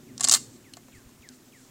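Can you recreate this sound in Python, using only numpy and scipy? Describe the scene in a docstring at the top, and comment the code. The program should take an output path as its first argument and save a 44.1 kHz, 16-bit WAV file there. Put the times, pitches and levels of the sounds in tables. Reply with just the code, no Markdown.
"""A shotgun's action is worked in an open field: steel parts slide, knock and slam home in one quick
clatter. Each blow ticks, makes the steel ring and knocks the stock (the gun's shoulder piece).
A few weak clicks and some rustling follow as the gun is raised. A far bird repeats a falling whistle
over a low distant drone, faint hiss and light wind. The grass scatters the sound of gun and bird,
and the tree line returns a faint echo."""
import sys
import numpy as np
from scipy import signal
from scipy.fft import rfft, irfft
from scipy.io import wavfile
from scipy.ndimage import uniform_filter1d

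SR = 44100
rng = np.random.default_rng(int(sys.argv[2]) if len(sys.argv) > 2 else 0)


def transcribe(u):
    """Save the signal u as a 16-bit wav file named by the first command-line argument.

    u: samples, shape (n,) or (channels, n), limited to [-1, 1]; the rate is SR.
    q: integer samples, one column per channel.
    """
    v = np.clip(np.atleast_2d(u).T, -1, 1)
    q = np.round(v * 32767).astype(np.int16)
    wavfile.write(sys.argv[1], SR, q)


N = 74970  # 1.7 s

# A spectrum says how strong each frequency is compared with the others.
# Spectrum of the distant drone: f/Hz, level/dB
DRONE_SPECTRUM = [(30, -22), (85, -14.5), (120, -1), (190, -12.5), (255, 4), (300, -8.5), (360, -6),
                  (470, -17.5), (900, -33), (3000, -57)]
# Loudness of the drone over time: t/s, level/dB
DRONE_LEVELS = [(0, -51), (.2, -48.5), (.42, -47.5), (.65, -53.5), (1.1, -56.5), (1.7, -57)]
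# Spectrum of the field's hiss: f/Hz, level/dB
HISS_SPECTRUM = [(100, -0.5), (600, -0.5), (1200, -2.5), (2500, -4.5), (4500, -6), (7200, -2), (10000, -10),
                 (15000, -8.5), (16000, -13.5)]
# Spectrum of wind on the microphone: f/Hz, level/dB
WIND_SPECTRUM = [(15, -11), (40, -1.5), (70, -1), (140, -11.5), (500, -49)]
# Puffs of that wind: t/s, length/s, level/dB
WIND_PUFFS = [(.935, 0.063, -50.5), (1.04, 0.044, -52), (1.185, 0.03, -57)]
# The bird's whistles: t/s, level/dB
BIRD_WHISTLES = [(.068, -61), (0.637, -58.5), (0.923, -55.5), (1.220, -53), (1.521, -56)]
# Loudness within one whistle: t/s, level/dB
WHISTLE_LEVELS = [(0, -3.5), (.012, -3), (.028, 0), (.045, -2.5), (.08, -10), (.105, -16.5)]
# Rustles of cloth and hands: t/s, length/s, level/dB
CLOTH_RUSTLES = [(.92, .09, -61.5), (1.31, 0.064, -59), (1.44, .05, -66), (1.53, 0.18, -61)]
# Weak clicks of the gun: t/s, ring level/dB, f/Hz, fade time/s, snap level/dB, knock level/dB
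HANDLING_CLICKS = [(0.7363, -35, 4200, 0.026, -40, -75), (0.7371, -45, 3010, 0.038, -47, -77),
                   (.7696, -45, 702, 0.038, -33, -43), (.8845, -44, 520, .018, -70, -67),
                   (1.092, -50.5, 1080, 0.012, -54, -70), (1.2891, -51.5, 3770, 0.016, -30, -75)]
# Spectrum of a click's buzz: multiple of the click's frequency, level/dB
CLICK_SPECTRUM = [(.2, -29), (.7, -7), (.85, -9), (1, 3), (1.25, -8.5), (2.2, -10), (4, -32), (12, -48)]
# Spectrum of the stock's dull thud: f/Hz, level/dB
THUD_SPECTRUM = [(200, -36), (480, -14), (680, -4), (900, -5), (1120, 2.5), (1400, 4), (1750, -0.5),
                 (2200, -3.5), (2800, -1), (5000, -19)]
# Hollow tones of the stock: f/Hz, level/dB, fade time/s
STOCK_TONES = [(630, -15, 0.048), (724, -7, 0.04), (832, -10.5, 0.039), (1120, -3.5, 0.047),
               (1290, -10.5, 0.026), (1771, -9.5, 0.044), (2088, -14.5, 0.098)]
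# Longer tones of the barrel and the gun's steel body: f/Hz, gain/dB, fade time/s
BARREL_TONES = [(2810, 9.5, 0.13), (3075, 2.5, 0.042), (3697, -1, 0.032), (4304, -2, .09),
                (4580, -12, 0.12), (4985, -2, .09), (5600, -11, 0.041), (6700, -28, 0.11),
                (6740, -11, 0.17), (6920, -20, 0.16), (7640, -1, 0.05), (10320, -2, 0.04),
                (11500, -2, 0.098), (11760, -3, 0.14)]
# Spectrum of the ringing steel parts: f/Hz, level/dB
STEEL_SPECTRUM = [(400, -27.5), (1200, -24), (2200, -22), (3300, -11), (4300, -1.5), (5300, -4.5),
                  (7400, 2.5), (8600, -2.5), (9900, -8), (11000, -20), (13500, -30), (16000, -45)]
# Spectrum of the high fizz of sliding steel: f/Hz, level/dB
FIZZ_SPECTRUM = [(9000, -37), (12300, -5.5), (13200, -6), (15500, -7), (16500, -4)]
# Parts sliding between the blows: t/s, length/s, scrape level/dB, fizz level/dB
ACTION_SLIDES = [(0.196, 0.017, -46, -66), (0.234, 0.014, -28.5, -59), (0.28, 0.024, -35.5, -64),
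                 (0.312, 0.0458, -26.5, -33.5), (0.356, 0.0197, -33, -45)]
# Blows of steel on steel: t/s, tick level/dB, f/Hz of the struck part, ring level/dB, knock level/dB
ACTION_BLOWS = [(0.179, -23.5, 5160, -33, -53), (0.1969, -31, 6500, -34.5, -41.5),
                (0.2073, -22, 7400, -20, -32), (0.2086, -19, 6140, -21, -32.5),
                (.2109, -19, 7340, -22, -35), (0.227, -38, 7500, -27.5, -52), (0.2339, -25, 6000, -22, -43),
                (.2430, 1.5, 7500, -15, -44.5), (0.2466, -13.5, 4600, -16.5, -35),
                (0.2481, -7, 7760, -15, -29), (0.273, -14.5, 5500, -37, -31.5),
                (0.276, -14.5, 5150, -22.5, -32.5), (.2864, 1.5, 7880, -18.5, -28.5),
                (0.2884, -23, 8700, -22.5, -40), (0.2959, 0, 6670, -10, -58),
                (0.3131, -2.5, 6340, -16, -42), (0.3148, -22, 5610, -12.5, -28),
                (.3222, -1.5, 7210, -11, -40), (.3270, -10, 7240, -13, -31.5),
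                (0.3278, -12, 7110, -12.5, -39), (0.3373, -5.5, 7580, -9.5, -27.5),
                (.3390, -12, 4400, -12, -24.5), (.3450, -18, 7200, -12, -27.5),
                (0.3481, -17, 4230, -10, -27), (.3575, -31, 4980, -37, -34.5)]


def amp(db):
    """Turns decibels into a number to multiply a sound by."""
    return 10 ** (np.asarray(db) / 20)


def unit(x):
    """Scales a signal to an average strength (rms) of 1."""
    return x / np.sqrt(np.mean(x ** 2) + 1e-20)


def add(mix, start_s, sound):
    """Adds a sound into the mix at a given time."""
    part = mix[max(0, round(start_s * SR)):][:len(sound)]
    part += sound[:len(part)]


def coloured(x, spectrum, scale=1):
    """Shapes a signal with a spectrum whose frequencies are multiplied by scale."""
    hz, db = np.transpose(spectrum)
    bins = np.fft.rfftfreq(len(x), 1 / SR) / scale
    gain = amp(np.interp(np.log(bins + 1e-6), np.log(hz), db))
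    return unit(irfft(rfft(x) * gain, len(x)))


def noise(spectrum, size=N, scale=1):
    """Noise with a given spectrum."""
    return coloured(rng.standard_normal(size), spectrum, scale)


def dense_tones(spectrum, size, scale=1):
    """Many close tones at once, made by evening out the loudness of noise."""
    x = noise(spectrum, size, scale)
    power = abs(uniform_filter1d(x ** 2, size=96))
    return unit(x / np.sqrt(power + 1e-6))


def fade(t, fade_s):
    """Dies away by 60 dB over the fade time."""
    return np.exp(-np.log(1000) * t / fade_s)


def tone(t, hz, fade_s):
    """One dying tone that starts at a random point of its wave."""
    return fade(t, fade_s) * np.sin(2 * np.pi * (hz * t + rng.random()))


def swells(rows):
    """A loudness curve with one soft rise and fall per row."""
    level = np.zeros(N)
    for start_s, length_s, db in rows:
        add(level, start_s, amp(db) * np.hanning(round(length_s * SR)) ** .5)
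    return level


def drone():
    """A low distant drone swells a little, then sinks."""
    level_db = np.interp(np.arange(N) / SR, *np.transpose(DRONE_LEVELS))
    return amp(level_db) * noise(DRONE_SPECTRUM)


def hiss(level_db=-59, flicker_db=1):
    """The field's faint hiss flickers in small patches of pitch and time."""
    grid = signal.stft(noise(HISS_SPECTRUM), nperseg=512)[2]
    patches = uniform_filter1d(rng.standard_normal(grid.shape), size=12, axis=0)
    patches = unit(uniform_filter1d(patches, size=8, axis=1))
    patchy = signal.istft(grid * amp(flicker_db * patches), nperseg=512)[1][:N]
    return amp(level_db) * unit(patchy)


def wind(breeze_db=-77):
    """A light breeze and a few puffs rumble on the microphone."""
    return (amp(breeze_db) + swells(WIND_PUFFS)) * noise(WIND_SPECTRUM)


def bird(length_s=0.12, glide_hz=2000, sag_hz_per_s=6000):
    """Each whistle falls in pitch: a quick flick, a slower swoop, then a steady glide."""
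    out, t = np.zeros(N), np.arange(0, length_s, 1 / SR)
    flick_hz = 1428 * np.exp(-t / 0.00255)
    swoop_hz = 846 * np.exp(-t / 0.022)
    hz = flick_hz + swoop_hz + glide_hz - sag_hz_per_s * t
    level = amp(np.interp(t, *np.transpose(WHISTLE_LEVELS))) * np.minimum(t / 0.00067, 1)
    for start_s, db in BIRD_WHISTLES:
        cycles = np.cumsum(hz * rng.uniform(.99, 1.01)) / SR
        add(out, start_s, amp(db) * level * np.sin(2 * np.pi * cycles))
    return out


def field_echo(x, grass_db=-19.5, trees_db=-46, delay_s=0.218, smear_s=0.012):
    """The grass scatters a little sound, then the trees send back one smeared echo."""
    t = np.arange(SR // 2) / SR
    reflections = noise([(1000, -2), (7000, 0.0035)], len(t))  # slightly weaker lows
    grass = reflections * fade(t, fade_s=0.34) * np.minimum(t / 0.0063, 1)
    trees = reflections * np.exp(-((t - delay_s) / smear_s) ** 2)
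    echo = amp(grass_db) * grass / np.linalg.norm(grass) + amp(trees_db) * trees / np.linalg.norm(trees)
    return signal.fftconvolve(x, echo)[:N]


def rustle():
    """Cloth and hands rub in soft swells of bright noise, which borrows the steel's spectrum."""
    return swells(CLOTH_RUSTLES) * noise(STEEL_SPECTRUM)


def tick(t, hz, cycles_to_peak=1.33):
    """The first touch of steel on steel lasts only a few waves."""
    age = t * hz / cycles_to_peak
    return (age * np.exp(1 - age)) ** 3 * np.sin(2 * np.pi * hz * t)


def knock(t, thud_db=-10, rise_s=0.0006):
    """The stock answers a blow with a few hollow tones and a dull thud."""
    hollow = sum(amp(db) * tone(t, hz, fade_s) for hz, db, fade_s in STOCK_TONES)
    thud = amp(thud_db) * dense_tones(THUD_SPECTRUM, len(t)) * fade(t, fade_s=0.061)
    return (hollow + thud) * (1 - np.exp(-t / rise_s))


def clicks(snap_hz=6500, buzz_db=-4, steel_db=-10.5):
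    """The gun clicks as it is handled: each time a short ring, a snap and a faint knock."""
    out, t = np.zeros(N), np.arange(4096) / SR
    for start_s, ring_db, hz, fade_s, snap_db, knock_db in HANDLING_CLICKS:
        ring = tone(t, hz, fade_s)
        ring += amp(buzz_db) * dense_tones(CLICK_SPECTRUM, len(t), hz) * fade(t, fade_s)
        steel = dense_tones(STEEL_SPECTRUM, len(t)) * fade(t, min(fade_s, 0.028))
        snap = tick(t, snap_hz) + amp(steel_db) * steel
        add(out, start_s, amp(ring_db) * ring + amp(snap_db) * snap + amp(knock_db) * knock(t))
    return out


def barrel(x):
    """The barrel and the steel body ring on after each contact in x."""
    t = np.arange(SR // 3) / SR
    ring = np.zeros(len(t))
    for hz, db, fade_s in BARREL_TONES:
        gain = amp(db) * 2 * np.log(1000) / (fade_s * SR)  # a steady tone at hz comes back scaled by db
        ring += gain * fade(t, fade_s) * np.cos(2 * np.pi * hz * t)
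    return x + signal.fftconvolve(x, ring)[:N]


def slides(catches_per_s=2500, spread_db=3, stock_db=-12, edge_s=0.008):
    """Sliding steel catches in many tiny jolts, which also sound in the stock."""
    out, t = np.zeros(N), np.arange(N) / SR
    jolts = rng.choice([-1, 1], N) * (rng.random(N) < catches_per_s / SR)
    jolts = jolts * amp(spread_db * np.minimum(rng.exponential(1, N), 2))
    scrape = coloured(jolts, STEEL_SPECTRUM) + amp(stock_db) * coloured(jolts, THUD_SPECTRUM)
    fizz = coloured(jolts, FIZZ_SPECTRUM)
    for start_s, length_s, scrape_db, fizz_db in ACTION_SLIDES:
        inside_s = np.minimum(t - start_s, start_s + length_s - t)
        level = np.clip(inside_s / edge_s + .5, 0, 1)
        out += level * (amp(scrape_db) * scrape + amp(fizz_db) * fizz)
    return out


def blows(rattle_db=-30.5, ping_db=-3, rise_s=0.00027):
    """Each blow ticks, pings the struck part, rings the steel briefly and knocks the stock."""
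    out, t = np.zeros(N), np.arange(4096) / SR
    ring_fade = fade(t, fade_s=0.016) + amp(rattle_db) * fade(t, fade_s=0.05)
    for start_s, tick_db, hz, ring_db, knock_db in ACTION_BLOWS:
        steel = dense_tones(STEEL_SPECTRUM, len(t)) * ring_fade
        ping = amp(ping_db) * tone(t, hz, fade_s=0.019)
        ring = (steel + ping) * (1 - np.exp(-t / rise_s))
        add(out, start_s, amp(tick_db) * tick(t, hz) + amp(ring_db) * ring + amp(knock_db) * knock(t))
    return out


def scene(bird_echo_boost_db=12):
    """The gun nearby and the bird far off in the open field, as one channel."""
    gun = barrel(blows() + slides()) + clicks() + rustle()
    song = bird()
    echoes = field_echo(gun + amp(bird_echo_boost_db) * song)
    return (gun + song + echoes + drone() + hiss() + wind())[None]


def record(dry, ceiling=0.73, cutoff_hz=15950):
    """Rounds off the loudest peaks, then cuts the very highest treble."""
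    rounded = dry / (1 + (dry / ceiling) ** 6) ** (1 / 6)
    lowpass = signal.firwin(511, cutoff_hz, window=("kaiser", 9), fs=SR)
    return signal.oaconvolve(rounded, lowpass[None], "same")


dry = scene()
out = record(dry)
transcribe(out)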